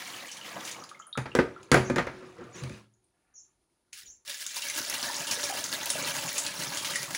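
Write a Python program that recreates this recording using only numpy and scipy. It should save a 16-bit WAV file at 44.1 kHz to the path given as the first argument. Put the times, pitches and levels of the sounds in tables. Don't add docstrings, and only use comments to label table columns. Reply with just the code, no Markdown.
import sys
import numpy as np
from scipy import signal
from scipy.fft import rfft, irfft
from scipy.io import wavfile
from scipy.ndimage import uniform_filter1d

SR = 44100
rng = np.random.default_rng(int(sys.argv[2]) if len(sys.argv) > 2 else 0)


def master_out(mix):
    frames = np.transpose(np.atleast_2d(mix))
    ceiling = np.clip(frames, -1, 1)
    pcm = np.round(ceiling * 32767).astype(np.int16)
    wavfile.write(sys.argv[1], SR, pcm)


N = 316197
T = np.arange(N) / SR

# [t/s, splash level/dB, gurgle level/dB]
DRAIN_LEVELS = [(0.0, -40.5, -51.5), (0.264, -45, -52), (0.294, -45.5, -58.5), (0.426, -49.5, -52),
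                (0.464, -40, -48.5), (0.51, -44, -52.5), (0.572, -47, -42), (0.692, -36.5, -49),
                (0.8, -56, -50)]
# [start t/s, hold/s, splash level/dB, gurgle level/dB]
SLOSH_AND_SCRAPE_SWELLS = [(1.276, 0.64, -63, -52.5), (2.046, 0.53, -60, -52.5), (2.379, 0.045, -79, -46),
                           (2.543, 0.23, -53, -51.5)]
# [f/Hz, relative level/dB per Hz]
DRAIN_SPECTRUM = [(29, -54), (50, -26.5), (125, -6), (353, 2), (428, -5.5), (483, 0.5), (711, -4),
                  (1240, -3), (1430, -6.5), (1910, -3), (4140, -9.5), (6710, -10.5), (13500, -18),
                  (16000, -18.5)]
SLOSH_SPECTRUM = [(29, -52.5), (50, -21), (119, -10), (264, -15.5), (362, 1.5), (408, -9), (472, -8),
                  (746, -22), (1210, -18.5), (3330, -29), (9870, -38), (13500, -52.5), (16000, -47)]
POUR_SPECTRUM = [(24, -55), (40, -20.5), (180, -7), (372, -5.5), (422, -9.5), (570, -4.5), (770, -9.5),
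                 (918, -5), (1120, -7), (1680, -6.5), (2210, -9.5), (6490, -8.5), (10200, -11.5),
                 (13400, -18), (16000, -13)]
# [t/s, level/dB]
POUR_FLOW = [(4.25, -50), (4.3, -33.5), (4.38, -42.5), (4.45, -41), (4.65, -35), (5.35, -34.5), (5.6, -35),
             (5.92, -33.5), (6.3, -33.5), (6.55, -35.5), (6.96, -37), (7.1, -39.5)]
# [f/Hz, width/Hz, level/dB]
HOLLOW_MODES = [(200, 90, -7), (576, 42, 3), (931, 45, -5), (1320, 30, -10), (1690, 150, -9),
                (2740, 60, -12)]
# [t/s, peak level/dB, centre f/Hz, spray level/dB]
SPLAT_EVENTS = [(0.3146, -28, 6000, -1), (0.3695, -30.5, 3260, -4), (0.6509, -25.5, 6930, -10),
                (0.677, -23, 3580, -20), (0.7138, -27, 6800, -10), (0.839, -31.5, 4990, -20),
                (0.8917, -34.5, 3420, -13), (1.6302, -39, 2420, -21), (3.9299, -30.5, 2580, -11),
                (4.2774, -24.5, 2596, -11), (4.4654, -18, 6700, -12), (4.621, -24, 2700, -7),
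                (4.699, -19.5, 2100, -9), (4.8995, -21, 6200, -10), (5.0293, -19.5, 4290, -1),
                (5.1422, -27, 4600, -5), (5.1663, -19, 5600, -17), (5.2694, -21, 3080, 1),
                (5.3108, -12.5, 5560, -7), (5.4377, -17, 5700, -13), (5.6408, -17.5, 6690, -18),
                (5.902, -10.5, 8800, -13), (6.0246, -19.5, 6600, -14), (6.0841, -21, 2940, -1),
                (6.2906, -19, 4720, -15), (6.3814, -13.5, 7800, -9), (6.3855, -17.5, 6960, -19),
                (6.4648, -14, 2700, -11), (6.7703, -19, 3450, 7), (6.8488, -18, 3060, -6),
                (6.9571, -17, 2000, -11), (7.1492, -18.5, 2060, -8)]
# [f/Hz, relative level/dB]
SPRAY_SPECTRUM = [(100, -3), (600, -13), (3000, 5), (7000, 9), (10500, 3.5), (13000, -30), (15500, -8)]
# [t/s, peak level/dB, centre f/Hz]
TICK_EVENTS = [(4.465, -21, 6600), (4.621, -19, 4000), (4.898, -17, 10000), (5.0285, -15, 4300),
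               (5.7272, -14, 4400), (5.8584, -14, 10000), (6.33, -21, 15000), (6.3805, -15, 8000),
               (6.748, -22, 7300), (6.847, -17, 3100), (7.0302, -16, 5900), (7.1484, -16, 2100)]
# [t/s, peak level/dB, pitch f/Hz]
DRIP_EVENTS = [(.289, -30, 3010), (0.413, -29.5, 2970), (.823, -32.5, 1244), (0.914, -31, 1240),
               (.947, -38, 2120), (0.993, -39, 6890), (0.999, -31.5, 1262), (1.021, -43, 3080),
               (1.068, -34, 9600), (1.072, -40, 1274), (1.128, -25, 3680), (1.154, -27, 1306),
               (1.317, -32, 2780), (1.563, -33, 1346), (2.938, -57, 6680), (3.041, -58, 9080),
               (4.567, -29, 950), (4.804, -28.5, 310), (5.03, -33, 243), (5.04, -23.5, 1664),
               (5.083, -23.5, 1770), (5.098, -23.5, 933), (5.5, -24, 780), (5.525, -25, 760),
               (5.55, -27, 600), (5.955, -22.5, 607), (6.957, -17.5, 1895)]
# [t/s, force level/dB, then re force: wall ring/dB, floor thud/dB, contact crack/dB, rim tock/dB]
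KNOCK_EVENTS = [(1.175, -18.5, -15, -9, -2, -30), (1.257, -27, -27, -20, -24, -35),
                (1.3513, -17.5, -8, -21, 3.5, 12), (1.388, -10.5, -2.5, -24.5, -28, 7.5),
                (1.7163, -9, -9, -10, 7.5, -1), (1.7427, -8, -10.5, -12.5, -2, 5),
                (1.764, -14, -4, -6, -22, 1), (1.899, -18.5, 2.5, -9.5, -7, 3.5),
                (1.96, -17.5, -3, -20, -1, -8), (1.9832, -13, -9, -46, -11, -15),
                (2.069, -24.5, -12.5, -19, -9, 2), (2.224, -42.5, 5, -16, -22, 2),
                (2.411, -41.5, 4, -25, -19, 4), (2.614, -54.5, 1, 23.5, -9, -4),
                (2.636, -52, 16, 21, 25, 3), (2.695, -52, 17.5, 16, 21, 12)]
# [f/Hz, level/dB, t60/s]
WALL_MODES = [(244, 7.5, 0.2), (281, 2, 0.4), (339, 6.5, .15), (370, -2.5, 0.68), (446.4, -3.5, .15),
              (498, 2.5, 0.28), (568, 4.5, 0.14), (649, -11, 0.5), (894, -9, 0.29), (1123, -12, 0.17),
              (1224, -5.5, 0.31), (1475, -8, 0.091), (1530, -9.5, 0.15), (1620, -18.5, .2),
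              (1970, -14, .17), (2140, -16, .17), (2420, -7, 0.16)]
FLOOR_MODES = [(66, -12, 0.23), (82.5, -6.5, 0.16), (113, -14.5, 0.62), (130, 2, 0.37), (164.6, -6.5, 0.28),
               (207.4, -10, 0.38)]
RIM_MODES = [(296, 0.5, 0.0099), (487, 1, 0.04), (1563, -7.5, 0.032), (2060, -14.5, 0.017)]
# [f/Hz, relative level/dB per Hz]
CLATTER_SPECTRUM = [(100, -0.5), (300, 0), (500, 0), (750, -3), (1200, -2.5), (1600, -1.5), (2200, -6),
                    (3000, -16.5), (5000, -22), (9000, -40), (16000, -52)]
CRACK_SPECTRUM = [(200, -5), (1000, -0.5), (2500, 1), (4500, -1.5), (7000, -2), (10000, -6.5), (13000, -26),
                  (15500, -17)]
# [start t/s, hold/s, lapping level/dB, rumble level/dB]
CARRY_SWELLS = [(2.853, 1.7, -85.5, -80.5), (3.125, 0.24, -81.5, -91), (4.003, 0.092, -82, -63)]
# [f/Hz, relative level/dB per Hz]
RUMBLE_SPECTRUM = [(30, -2), (65, -2.5), (130, -17), (400, -17), (800, -29), (2000, -47.5)]
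# [t/s, level/dB]
CHIRP_EVENTS = [(.775, -48), (1.83, -43.5), (2.527, -44.5), (3.339, -45), (4.056, -44)]
# [t from its start/s, upper f/Hz, level/dB, lower f/Hz, level/dB]
CALL_TRACK = [(0, 7130, -20, 6080, 1), (.008, 6900, -2.5, 6000, -25), (0.021, 6440, -7, 5800, 2.5),
              (.035, 6080, -3, 5340, -18.5), (.046, 6400, 1.5, 5450, -16), (.055, 7340, -10, 5640, -15.5),
              (0.072, 7080, -2, 5600, -34)]
# [f/Hz, relative level/dB per Hz]
QUIET_SPECTRUM = [(18, -62), (30, -10.5), (295, -12.5), (345, -6), (437, -17.5), (702, -19), (822, -24),
                  (889, -13), (1160, -30), (4080, -25), (7870, -27.5), (9460, -20), (16000, -49.5)]
# [f/Hz, gain/dB]
MIC_RESPONSE = [(5000, -1.5), (6000, -2), (6800, -1.5), (8200, -5.5), (10300, 1.5), (12300, -4.5),
                (14000, -4.5), (15000, 3.5), (15800, -0.5)]

DWINDLE_T60_S = 0.9
SLOSH_RISE_S, SLOSH_T60_S = 0.019, 0.26
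SPILL_S, SPILL_RISE_S, SPILL_HOLD_S, SPILL_T60_S = 3.925, 0.0068, 0.095, 0.27
SPILL_DB = -47.5
POOL_S, POOL_GROWTH_S, SHALLOW_DB, DEEP_DB = 4.583, 0.2, -21, -6.5
DRIFTS_PER_S, CLUMP_RMS_DB, SURGE_RMS_DB = 20, 1.67, 1
GLUG_DB, GLUG_GROWTH_S = -5, 1.7
SLAP_T60_S = 0.019
BUBBLE_T60_S = 0.037
PLOP_AT_1_KHZ_DB, PLOP_DB_PER_OCTAVE = -14, 4
HELD_UNTIL_S, HAND_DAMPING = 1.7, 1.6
CARRY_RISE_S, CARRY_T60_S = 0.045, 0.22
QUIET_DB = -77
ROOM_T60_S = 0.31
TOP_HZ = 15800


def undb(db):
    return 10 ** (np.asarray(db) / 20)


def unit(x):
    return x / np.sqrt(np.mean(x ** 2))


def peak(x, db):
    return x * undb(db) / np.abs(x).max()


def add(out, start_s, x):
    i = max(int(start_s * SR), 0)
    out[i:i + len(x)] += x[:max(len(out) - i, 0)]


def colour(x, points):
    size = 4096
    hz, db = np.transpose(points)
    bin_hz = np.arange(size // 2 + 1) * SR / size
    log_gain = np.interp(np.log(bin_hz + 1), np.log(hz), np.log(undb(db)))
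    cepstrum = irfft(log_gain)
    cepstrum[1:size // 2] *= 2
    cepstrum[size // 2 + 1:] = 0
    response = irfft(np.exp(rfft(cepstrum)))
    return signal.oaconvolve(x, response)[:len(x)]


def band(x, lo_hz, hi_hz, order=2):
    edges_hz = [lo_hz, min(hi_hz, SR / 2 - 1)]
    return signal.sosfilt(signal.butter(order, edges_hz, "band", fs=SR, output="sos"), x)


def resonate(x, hz, width_hz):
    return signal.lfilter(*signal.iirpeak(hz, hz / min(width_hz, SR / 4), fs=SR), x)


def fade(t, t60_s):
    return np.exp(-np.log(1000) * t / t60_s)


def swell(start_s, rise_s, hold_s, t60_s):
    t = T - start_s
    return np.clip(t / rise_s, 0, 1) * fade(np.maximum(t - hold_s, 0), t60_s)


def walk(steps_per_s):
    k = int(SR / steps_per_s)
    steps = np.repeat(rng.standard_normal(N // k + 1), k)
    return unit(uniform_filter1d(steps, k)[:N])


def room(x, near_db, far_db, near_t60_s=0.064):
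    t = T[:SR // 2]
    near, far = rng.standard_normal((2, len(t)))
    near = unit(near * fade(t, near_t60_s) * (t > 0.001))
    far = unit(far * fade(t, ROOM_T60_S) * (t > 0.008))
    response = (undb(near_db) * near + undb(far_db) * far) / np.sqrt(len(t))
    response[0] = 1
    return signal.oaconvolve(x, response / np.linalg.norm(response))[:len(x)]


def bubble(hz, cycles, glide):
    t = T[:int(cycles / hz * SR) + 2]
    turns = hz * t * (1 + glide * t / t[-1] / 2)
    return np.sin(2 * np.pi * turns) * fade(t, cycles / hz)


def droplets(count, spread_db):
    when, size, sign = rng.random((count, 3)).T
    size = undb(spread_db * np.minimum(-np.log(1 - size), 6))
    return unit(np.bincount((when * N).astype(int), size * np.sign(sign - 0.5), N))


def bubbles(count, spread_db, cycles, lo_hz=450, hi_hz=9000):
    out = np.zeros(N)
    for when, pitch, size, life in rng.random((count, 4)):
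        height = np.sqrt(pitch)
        hz = lo_hz * (hi_hz / lo_hz) ** height
        gain = undb(spread_db * min(-np.log(1 - size), 4)) * hz / np.sqrt(height + 0.16)
        add(out, when * N / SR, gain * bubble(hz, cycles * (0.5 + life), glide=0.14))
    return unit(out)


def water(spectrum, grains, splash_gain, gurgle_gain):
    x = colour(grains, spectrum)
    low = signal.sosfiltfilt(signal.butter(3, 1600, fs=SR, output="sos"), x)
    splash = (x - low) * splash_gain / np.std(band(x, 2000, 14000))
    gurgle = low * gurgle_gain / np.std(band(x, 200, 1500))
    return splash + gurgle


def trickle(splash_trim_db=0.0, gurgle_trim_db=3.0):
    spots = []
    for _ in range(3):
        drops = droplets(count=9000, spread_db=1.5) * undb(2.2 * walk(35))
        spots.append(room(drops, near_db=-2.5, far_db=-5.5))
    fizz = room(bubbles(count=4000, spread_db=2.4, cycles=42), near_db=-5, far_db=-8)
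    grains = unit(sum(spots)) + undb(-2) * fizz

    s, splash_db, gurgle_db = np.transpose(DRAIN_LEVELS)
    dwindle = fade(np.maximum(T - s[-1], 0), DWINDLE_T60_S)
    splash = undb(np.interp(T, s, splash_db) + splash_trim_db) * dwindle
    gurgle = undb(np.interp(T, s, gurgle_db) + gurgle_trim_db) * dwindle
    drain = water(DRAIN_SPECTRUM, grains, splash, gurgle)

    swell_gains = np.zeros((2, N))
    for start_s, hold_s, *levels_db in SLOSH_AND_SCRAPE_SWELLS:
        swell_gains += np.outer(undb(levels_db), swell(start_s, SLOSH_RISE_S, hold_s, SLOSH_T60_S))
    return drain + water(SLOSH_SPECTRUM, grains, *swell_gains)


def pour():
    spots = []
    for _ in range(4):
        drops = droplets(count=5000, spread_db=3.0) * undb(4.3 * walk(60))
        spots.append(room(drops, near_db=1.5, far_db=-6.5))
    froth = room(bubbles(count=4000, spread_db=2.7, cycles=32), near_db=-4, far_db=-8)
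    grains = unit(sum(spots)) + undb(-2.5) * froth
    grains = grains + sum(undb(db) * resonate(grains, hz, width_hz) for hz, width_hz, db in HOLLOW_MODES)

    spill = undb(SPILL_DB) * swell(SPILL_S, SPILL_RISE_S, SPILL_HOLD_S, SPILL_T60_S)
    flow_db = np.interp(T, *np.transpose(POUR_FLOW), left=-120)
    flow = undb(flow_db + CLUMP_RMS_DB * walk(DRIFTS_PER_S))
    filling_s = np.maximum(T - POOL_S, 0)
    depth_db = DEEP_DB + (SHALLOW_DB - DEEP_DB) * np.exp(-filling_s / POOL_GROWTH_S)
    gurgle = flow * undb(depth_db + SURGE_RMS_DB * walk(DRIFTS_PER_S))

    pockets = bubbles(count=500, spread_db=2, cycles=12, lo_hz=120, hi_hz=650)
    pockets = unit(band(room(pockets, near_db=-6, far_db=-8), 103, 230, order=1))
    glug_growth = 1 - np.exp(-filling_s / GLUG_GROWTH_S)
    glugs = pockets * gurgle * undb(GLUG_DB) * glug_growth
    return water(POUR_SPECTRUM, grains, flow + spill, gurgle) + glugs


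def splats(spray_t60_s=0.12, relative_width=0.14, broad_db=-9, trim_db=-0.5):
    out, t = np.zeros(N), T[:SR // 3]
    for s, db, hz, spray_db in SPLAT_EVENTS:
        slap, spray, clump = rng.standard_normal((3, len(t)))
        spray = unit(spray * undb(2 * np.clip(clump, -2, 2)))
        burst = slap * fade(t, SLAP_T60_S) + undb(spray_db) * spray * fade(t, spray_t60_s)
        burst = resonate(burst, hz, relative_width * hz) + undb(broad_db) * burst
        burst = colour(burst, SPRAY_SPECTRUM)
        add(out, s, peak(room(burst, near_db=-3.5, far_db=-5.0), db))
    return undb(trim_db) * out


def ticks(t60_s=0.008):
    out, t = np.zeros(N), T[:SR // 4]
    for s, db, hz in TICK_EVENTS:
        click = resonate(rng.standard_normal(len(t)) * fade(t, t60_s), hz, hz / 2)
        add(out, s, peak(room(click, near_db=-8, far_db=-9), db))
    return out


def drips(glide=0.061, rise_s=0.0004, plop_t60_s=0.09, plop_width=0.078, trim_db=-4.0):
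    out, t = np.zeros(N), T[:SR // 3]
    for s, db, hz in DRIP_EVENTS:
        noise = rng.standard_normal(len(t))
        plop = band(noise, hz / (1 + plop_width), hz * (1 + plop_width)) * fade(t, plop_t60_s)
        drip = peak(plop, PLOP_AT_1_KHZ_DB + PLOP_DB_PER_OCTAVE * np.log2(hz / 1000))
        add(drip, 0, bubble(hz, BUBBLE_T60_S * hz, glide))
        drip = drip * (1 - np.exp(-t / rise_s))
        add(out, s, peak(room(drip, near_db=-12.5, far_db=-5), db))
    return undb(trim_db) * out


def ring(modes, t, scatter_db=2):
    strength, detune = rng.standard_normal((len(modes), 2)).T
    out = np.zeros(len(t))
    for k, (hz, db, t60_s) in enumerate(modes):
        gain = (-1) ** k * undb(db + scatter_db * strength[k])
        mode_hz = hz * (1 + 0.004 * detune[k])
        out += gain * fade(t, t60_s) * np.sin(2 * np.pi * mode_hz * t)
    return out


def knocks(clatter_t60_s=0.11, crack_t60_s=0.02, tail_db=-21, tail_t60_s=0.77, thud_rise_s=0.01):
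    sharp, body, t = np.zeros(N), np.zeros(N), T[:SR * 3 // 5]
    for s, db, ring_db, thud_db, crack_db, tock_db in KNOCK_EVENTS:
        contact, plastic = rng.standard_normal((2, len(t)))
        damping = HAND_DAMPING if s < HELD_UNTIL_S else 1
        tail = undb(tail_db) * fade(t * damping, tail_t60_s)
        clatter = colour(plastic * (fade(t, clatter_t60_s) + tail), CLATTER_SPECTRUM)
        crack = colour(contact * fade(t, crack_t60_s), CRACK_SPECTRUM)
        tock = ring(RIM_MODES, t[:SR // 8])
        walls = ring(np.array(WALL_MODES) / [1, 1, damping], t)
        thud = ring(FLOOR_MODES, t) * (1 - np.exp(-t / thud_rise_s))
        add(sharp, s, peak(crack, db + crack_db))
        add(sharp, s, peak(tock, db + tock_db))
        add(body, s, peak(clatter, db))
        add(body, s, peak(walls, db + ring_db))
        add(body, s, peak(thud, db + thud_db))
    sharp = undb(-2.5) * room(sharp, near_db=-9.5, far_db=-4.5)
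    return sharp + undb(1.0) * room(body, near_db=-21, far_db=-11.5)


def handling():
    lapping = room(bubbles(count=2000, spread_db=1.5, cycles=12, hi_hz=3000), near_db=0, far_db=0)
    lapping = unit(band(lapping, 600, 2000))
    rumble = unit(colour(rng.standard_normal(N), RUMBLE_SPECTRUM))
    out = np.zeros(N)
    for start_s, hold_s, lap_db, rumble_db in CARRY_SWELLS:
        carry = swell(start_s, CARRY_RISE_S, hold_s, CARRY_T60_S)
        out += carry * (undb(lap_db) * lapping + undb(rumble_db) * rumble)
    return out


def bird(direct_db=-8, echo_t60_s=0.25):
    out, t = np.zeros(N), T[:SR // 3]
    s, *columns = np.transpose(CALL_TRACK)
    upper_hz, upper_db, lower_hz, lower_db = (np.interp(t, s, c) for c in columns)
    gate = np.clip(np.minimum(t, s[-1] - t) / 0.0028, 0, 1)
    for start_s, db in CHIRP_EVENTS:
        turn = 2 * np.pi * (1 + 0.0027 * rng.standard_normal()) / SR
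        upper = undb(upper_db) * np.sin(turn * np.cumsum(upper_hz))
        lower = undb(lower_db) * np.sin(turn * np.cumsum(lower_hz))
        call = gate * (upper + lower)
        walls = rng.standard_normal(len(t)) * fade(t, echo_t60_s)
        echo = signal.fftconvolve(call, walls / np.linalg.norm(walls))[:len(t)]
        add(out, start_s, undb(db) * (undb(direct_db) * call + echo))
    return out


def quiet():
    return unit(colour(rng.standard_normal(N), QUIET_SPECTRUM)) * undb(QUIET_DB + walk(35))


def scene():
    wet = trickle() + pour() + splats() + ticks() + drips()
    return (wet + knocks() + handling() + bird() + quiet())[None]


def record(dry):
    x = colour(dry[0], MIC_RESPONSE)
    x = signal.sosfilt(signal.butter(3, 50, "high", fs=SR, output="sos"), x)
    return signal.sosfilt(signal.ellip(12, 0.2, 80, TOP_HZ, fs=SR, output="sos"), x)[None]


dry = scene()
out = record(dry)
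master_out(out)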